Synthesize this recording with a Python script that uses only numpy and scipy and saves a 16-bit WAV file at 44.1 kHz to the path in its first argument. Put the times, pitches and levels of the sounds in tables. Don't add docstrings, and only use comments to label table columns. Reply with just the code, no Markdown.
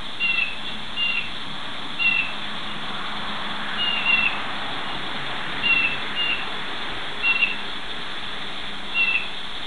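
import sys
import numpy as np
from scipy import signal
from scipy.fft import rfft, irfft, next_fast_len
from scipy.io import wavfile
from scipy.ndimage import uniform_filter1d

SR = 44100
rng = np.random.default_rng(int(sys.argv[2]) if len(sys.argv) > 2 else 0)


def log_audio(samples):
    frames = np.atleast_2d(samples).T
    limited = np.clip(frames, -1, 1)
    pcm = np.round(limited * 32767).astype(np.int16)
    wavfile.write(sys.argv[1], SR, pcm)


N = 426006
TIME = np.arange(N) / SR


def undb(db):
    return 10 ** (np.asarray(db) / 20)


def unit(x):
    return x / np.sqrt(np.mean(x ** 2))


def curves(table):
    times, *columns = np.transpose(table)
    return [np.interp(TIME, times, column) for column in columns]


def bump(t, at, half_s):
    return np.exp(-((t - at) / half_s) ** 2)


def drift(rate, size=N):
    hold = int(SR / rate)
    steps = np.repeat(rng.standard_normal(size // hold + 1), hold)
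    return 1.3 * uniform_filter1d(uniform_filter1d(steps, hold), hold)[:size]


def noise(spectrum):
    size = next_fast_len(N)
    octave = np.log2(np.maximum(np.fft.rfftfreq(size, 1 / SR), 1))
    hz, db = np.transpose(spectrum)
    outside = np.abs(octave - np.clip(octave, np.log2(hz[0]), np.log2(hz[-1])))
    gain = undb(np.interp(octave, np.log2(hz), db) - 20 * outside)
    return unit(irfft(rfft(rng.standard_normal(size)) * gain, size)[:N])


def blurred(hz, width_hz):
    phase = 2 * np.pi * np.cumsum(hz * np.ones(N)) / SR
    return drift(2 * width_hz) * np.cos(phase) + drift(2 * width_hz) * np.sin(phase)


def nearness(at, half_s):
    return 1 / np.hypot(1, (TIME - at) / half_s)


# (frequency [Hz], relative density [dB])
INSECT_SPECTRUM = [(2200, -15), (2950, -13.5), (3150, -3), (3330, -1), (3430, 2.5), (3570, -0.5),
                   (3750, -3.5), (4000, -9.5), (4200, -13.5), (4400, -19)]
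def insects(db=-35.5, shimmer_db=2.0, swell_db=0.5, trill_hz=3416, trill_db=-45):
    crowds = sum(noise(INSECT_SPECTRUM) * undb(shimmer_db * drift(70) + swell_db * drift(12))
                 for _ in range(2))
    return undb(db) * unit(crowds) + undb(trill_db) * blurred(trill_hz, width_hz=16)


# (frequency [Hz], relative density [dB])
AIR_SPECTRUM = [(15, -5), (35, -3), (55, -12), (80, -19.5), (200, -16), (500, -36), (2500, -20.5),
                (4000, -40.5)]
def air(db=-47.5, stir_db=3.6):
    return noise(AIR_SPECTRUM) * undb(db + stir_db * drift(13))


# (frequency [Hz], relative density [dB])
BODY_RUMBLE = [(70, -9), (100, -9.5), (150, -3.5), (280, 1.5), (400, 0), (550, -4.5), (800, -8)]
TYRE_ROAR = [(350, -45), (550, -6), (750, 0), (1100, 0.5), (1400, -3), (2000, -29)]
TYRE_HISS = [(900, -7), (1300, -1.5), (1650, 2), (2050, 0.2), (2400, -3.5), (2900, -5), (3600, -24.5)]
# (nearest at [s], time to fall 3 dB [s], rumble [dB], roar [dB],
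# hiss [dB])
CAR_PASSES = [(3.8, 0.88, -56.5, -36.5, -43), (5.8, 2.0, -43.5, -40, -37.5)]
def road(far_traffic_db=(-55, -46, -51), trims_db=(3, 0, 3.5), flutter_db=0.68):
    power = undb(far_traffic_db)[:, None] ** 2
    for at, half_s, *levels in CAR_PASSES:
        power = power + np.outer(undb(levels), nearness(at, half_s)) ** 2
    layers = zip((BODY_RUMBLE, TYRE_ROAR, TYRE_HISS), np.sqrt(power), trims_db)
    return sum(noise(colour) * gain * undb(trim + flutter_db * drift(9)) for colour, gain, trim in layers)


def hum(hz, db, fading_db=3, wander=0.02095):
    phase = 2 * np.pi * np.cumsum(hz * (1 + wander * drift(30))) / SR
    return np.sqrt(2) * np.sin(phase) * undb(db + fading_db * drift(22))


# (frequency [Hz], relative density [dB])
EXHAUST_SPECTRUM = [(50, -21.5), (80, -6.5), (110, -1.5), (180, 3.5), (290, -2.5), (400, -33.5)]
# (time [s], level before trim [dB])
DRONE_LEVELS = [(0, -52.5), (.8, -46.5), (1.6, -54), (2.5, -44.5), (3.3, -45.5), (4.3, -43), (4.8, -51.5),
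                (6.3, -50), (6.9, -63), (7.4, -49), (8.1, -55), (9.1, -47), (9.66, -57)]
def first_engine(start_hz=215, sag_hz_per_s=2.05, trim_db=0.1, exhaust_db=-45.0):
    (drone_db,) = curves(DRONE_LEVELS)
    exhaust = noise(EXHAUST_SPECTRUM) * undb(exhaust_db) * nearness(at=2.46, half_s=2.23)
    throb = undb(1.2 * drift(20))
    drone = hum(start_hz - sag_hz_per_s * TIME, drone_db + trim_db)
    return (drone + exhaust) * throb


def call_pitch(age, length, hz, sag, arch_hz, lift_hz, drop_hz, bend_s=0.0194):
    arch = arch_hz * bump(age, 0.037, bend_s)
    lift = lift_hz * bump(age, length - 0.022, bend_s)
    flick_age = np.maximum(age - length + 0.0095, 0)
    drop = drop_hz * (1 - bump(flick_age, 0, 0.018))
    contour = hz - sag * np.minimum(age, length) + arch + lift - drop
    scoop = 0.013 * np.exp(-age / 0.012)
    strain = np.exp(-np.maximum(length - age, 0) / 0.039)
    waver = (0.0047 + 0.005 * strain) * drift(500, len(age))
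    return contour * (1 - scoop + waver)


# (time [s], half length [s], depth [dB])
CALL_DIPS = [(0.28, 0.012, -6), (0.326, 0.015, -10.5), (0.364, 0.009, -21), (0.41, 0.0067, -10),
             (1.047, 0.007, -5.5), (1.079, 0.005, -19), (1.114, 0.006, -10), (1.138, 0.014, -10),
             (1.164, 0.007, -7), (2.036, 0.0067, -9), (2.106, 0.0049, -14), (2.138, .007, -9),
             (2.158, 0.0033, -18), (2.178, 0.0035, -16), (3.859, 0.009, -7.5), (3.898, 0.0035, -16),
             (3.921, 0.0037, -19), (3.956, 0.009, -6), (4.082, .01, -4), (4.119, .006, -9.5),
             (4.167, .012, -13), (4.203, 0.0064, -11), (4.221, 0.0063, -11), (4.25, 0.0044, -20),
             (5.651, .005, -6), (5.686, 0.0099, -8), (5.749, 0.0094, -17), (5.816, 0.026, -6),
             (6.228, .008, -5), (6.251, .008, -8), (6.28, 0.014, -6), (6.309, 0.0031, -15),
             (7.336, 0.01, -19), (7.383, 0.011, -18), (7.413, 0.0035, -11), (9.057, 0.01, -16),
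             (9.105, 0.0055, -6), (9.123, .003, -8), (9.136, 0.0029, -16)]
# (multiple, level relative to the fourth [dB])
VOICE_HARMONICS = [(2, -23), (3, -19.5), (5, -16.5), (6, -29)]
def call(row, husk, attack_s=0.088, crest_s=0.037, push_s=0.022, flutter_db=0.5, rattle_hz=108):
    start, length, *contour, db, ease_db_per_s, push_db, husk_db, release_s = row
    span = slice(int(start * SR), int((start + length + 0.16) * SR))
    age = TIME[:span.stop - span.start]
    fundamental_hz = call_pitch(age, length, *contour) / 4
    phase = 2 * np.pi * np.cumsum(fundamental_hz) / SR
    dip_db = sum(depth * bump(TIME[span], at, half_s) for at, half_s, depth in CALL_DIPS)
    strong = undb(dip_db + push_db * bump(age, length, push_s)) * np.sin(4 * phase)
    fading = lambda: drift(110, len(age)) / np.sqrt(2)
    weak = sum(undb(level) * (fading() * np.sin(k * phase) + fading() * np.cos(k * phase))
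               for k, level in VOICE_HARMONICS)
    voice = strong + weak + undb(husk_db) * husk[span]
    effort_db = db - ease_db_per_s * np.maximum(age - crest_s, 0)
    swell = undb(effort_db + flutter_db * drift(120, len(age)))
    attack = np.minimum(age / attack_s, 1) ** 0.5
    release = np.exp(-(np.maximum(age - length, 0) / release_s) ** 0.94)
    rattle = 1 + 0.44 * bump(age, length, 0.021) * np.cos(2 * np.pi * rattle_hz * (age - length))
    return np.sqrt(2) * voice * swell * attack * release * rattle


# (frequency [Hz], relative density [dB])
HUSK_SPECTRUM = [(1000, 0), (2000, -12.5), (2700, -11), (3100, -16), (3750, 4.5), (4300, -18)]
# (start [s], length to the break [s], fourth harmonic [Hz], sag [Hz/s],
# opening arch [Hz], lift before the break [Hz], closing drop [Hz], level [dB], easing [dB/s],
# push at the break [dB], relative husk [dB], release [s])
NEAR_CALLS = [(0.2, 0.223, 2785, 519, 23.6, 9, 110, -17.5, 8, 0, -25, 0.018),
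              (0.965, 0.219, 2822, 399, 0.44, 9, 90, -20, 9.5, 0.5, -26, 0.016),
              (1.99, 0.21, 2750, 243, 46.6, 19, 60, -15.5, 35, -0.5, -21.5, 0.034),
              (3.778, 0.21, 2876, 480, 5, -3, 100, -20, 27, -4, -23, 0.048),
              (4.055, 0.211, 2761, 382, 40, 19, 100, -13, 46, 3.5, -22.5, 0.021),
              (5.63, 0.22, 2756, 260, 49, 2, 71, -15, 22, 1, -25, 0.031),
              (6.16, 0.162, 2827, 358, 9.5, 3, 70, -19.5, 27, -0.5, -25, .05),
              (7.228, 0.21, 2739, 158, 7.5, 69.5, 120, -15.5, 51, 8.5, -19, 0.029),
              (8.943, 0.22, 2748, 447, 19.5, 45, 110, -17, 27, 2, -21.5, 0.017)]
def near_birds():
    out, husk = np.zeros(N), noise(HUSK_SPECTRUM)
    for row in NEAR_CALLS:
        sound, first = call(row, husk), int(row[0] * SR)
        out[first:first + len(sound)] += sound
    return out


def breaks(half_s, delay_s):
    return sum(bump(TIME, start + length + delay_s, half_s) for start, length, *_ in NEAR_CALLS)


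# (frequency [Hz], relative density [dB])
SMEAR_SPECTRUM = [(1900, -19), (2250, -5), (2400, -4.5), (2600, 0.5), (2750, -3.5), (2950, -19.5),
                  (3350, -19), (3600, -30)]
def smears(db=-31):
    return undb(db) * breaks(half_s=0.026, delay_s=-0.0058) * noise(SMEAR_SPECTRUM)


def tree_echo(sound, t60_s=0.5, gap_s=0.027):
    t = TIME[:SR]
    build_up = 1 - bump(t, 0, gap_s)
    response = rng.standard_normal(SR) * undb(-60 * t / t60_s) * build_up
    return signal.fftconvolve(sound, response / np.sqrt(np.sum(response ** 2)))[:N]


# (start [s], length [s], pitch [Hz], level [dB])
FAR_ANSWERS = [(0.601, 0.17, 2790, -40), (2.604, 0.18, 2910, -41), (4.822, 0.17, 2900, -39)]
def far_birds(sag=0.03, blur=0.011, flutter_db=3):
    out, waver = np.zeros(N), blur * drift(300)
    for start, length, hz, db in FAR_ANSWERS:
        progress = np.clip((TIME - start) / length, 0, 1)
        phase = 2 * np.pi * np.cumsum(hz * (1 - sag * progress + waver)) / SR
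        out += undb(db) * np.sin(np.pi * progress) * np.sin(phase)
    return out * undb(flutter_db * drift(60))


# (time [s], half length [s], centre [Hz], width [Hz], level [dB])
ROAD_SWELLS = [(2.0, 0.6, 284.4, 49.8, -48), (3.052, 0.19, 1323, 349, -38), (3.7, 0.23, 1550, 349.4, -34.5),
               (4.4, .45, 1147, 299.5, -40), (5.8, 0.14, 270, 60, -41.5)]
def road_swells():
    return sum(undb(db) * bump(TIME, at, half_s) * blurred(hz, width_hz)
               for at, half_s, hz, width_hz, db in ROAD_SWELLS)


# (time [s], pitch [Hz], level [dB])
TREAD_TONE = [(0, 1197, -71), (3.1, 1119, -40), (3.7, 1100, -48), (4.15, 805, -46.5), (4.6, 774, -39.5),
              (5.2, 769, -48), (9.66, 752, -57)]
def tread(width_hz=130):
    hz, db = curves(TREAD_TONE)
    return undb(db) * blurred(hz, width_hz)


# (multiple, level [dB], loudest at [s], time to fall 3 dB [s])
ENGINE_HARMONICS = [(1, -50, 5.4, 0.27), (2, -50.5, 5.4, 1.6), (3, -52, 7, 1.2)]
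def second_engine(hz=137, exhaust_db=-48):
    tones = sum(hum(k * hz, db, fading_db=3.5, wander=0.01307) * nearness(at, half_s)
                for k, db, at, half_s in ENGINE_HARMONICS)
    exhaust = nearness(at=5.5, half_s=0.7) * undb(exhaust_db) * noise(EXHAUST_SPECTRUM)
    return tones + exhaust


def scene():
    near, hoarse, far = near_birds(), smears(), far_birds()
    flicks = near * breaks(half_s=0.013, delay_s=0.016)
    echo = tree_echo(undb(-13.5) * near + undb(-7.5) * flicks + undb(-3) * (hoarse + far))
    stir = air()
    traffic = road() + road_swells() + tread() + first_engine() + second_engine()
    return (near + hoarse + far + echo + insects() + traffic + stir)[None]


# (frequency [Hz], relative density [dB])
HISS_SPECTRUM = [(4600, -7.5), (5000, -4.5), (5250, -1.5), (11000, -3)]
# (frequency [Hz], level before trim [dB])
WHINE_TONES = [(6298, -74.5), (7876, -77), (9448, -79)]
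def record(dry, band_hz=4400, top_hz=11100, hiss_db=-57, whine_trim_db=-2, offset=-0.036):
    band_filter = signal.ellip(10, .3, 70, band_hz, fs=SR, output="sos")
    top_filter = signal.ellip(14, .2, 80, top_hz, fs=SR, output="sos")
    whine = sum(undb(db + whine_trim_db) * blurred(hz, width_hz=7) for hz, db in WHINE_TONES)
    hiss = undb(hiss_db) * noise(HISS_SPECTRUM)
    narrow = signal.sosfilt(band_filter, dry)
    return offset + signal.sosfilt(top_filter, narrow + hiss + whine)


dry = scene()
out = record(dry)
log_audio(out)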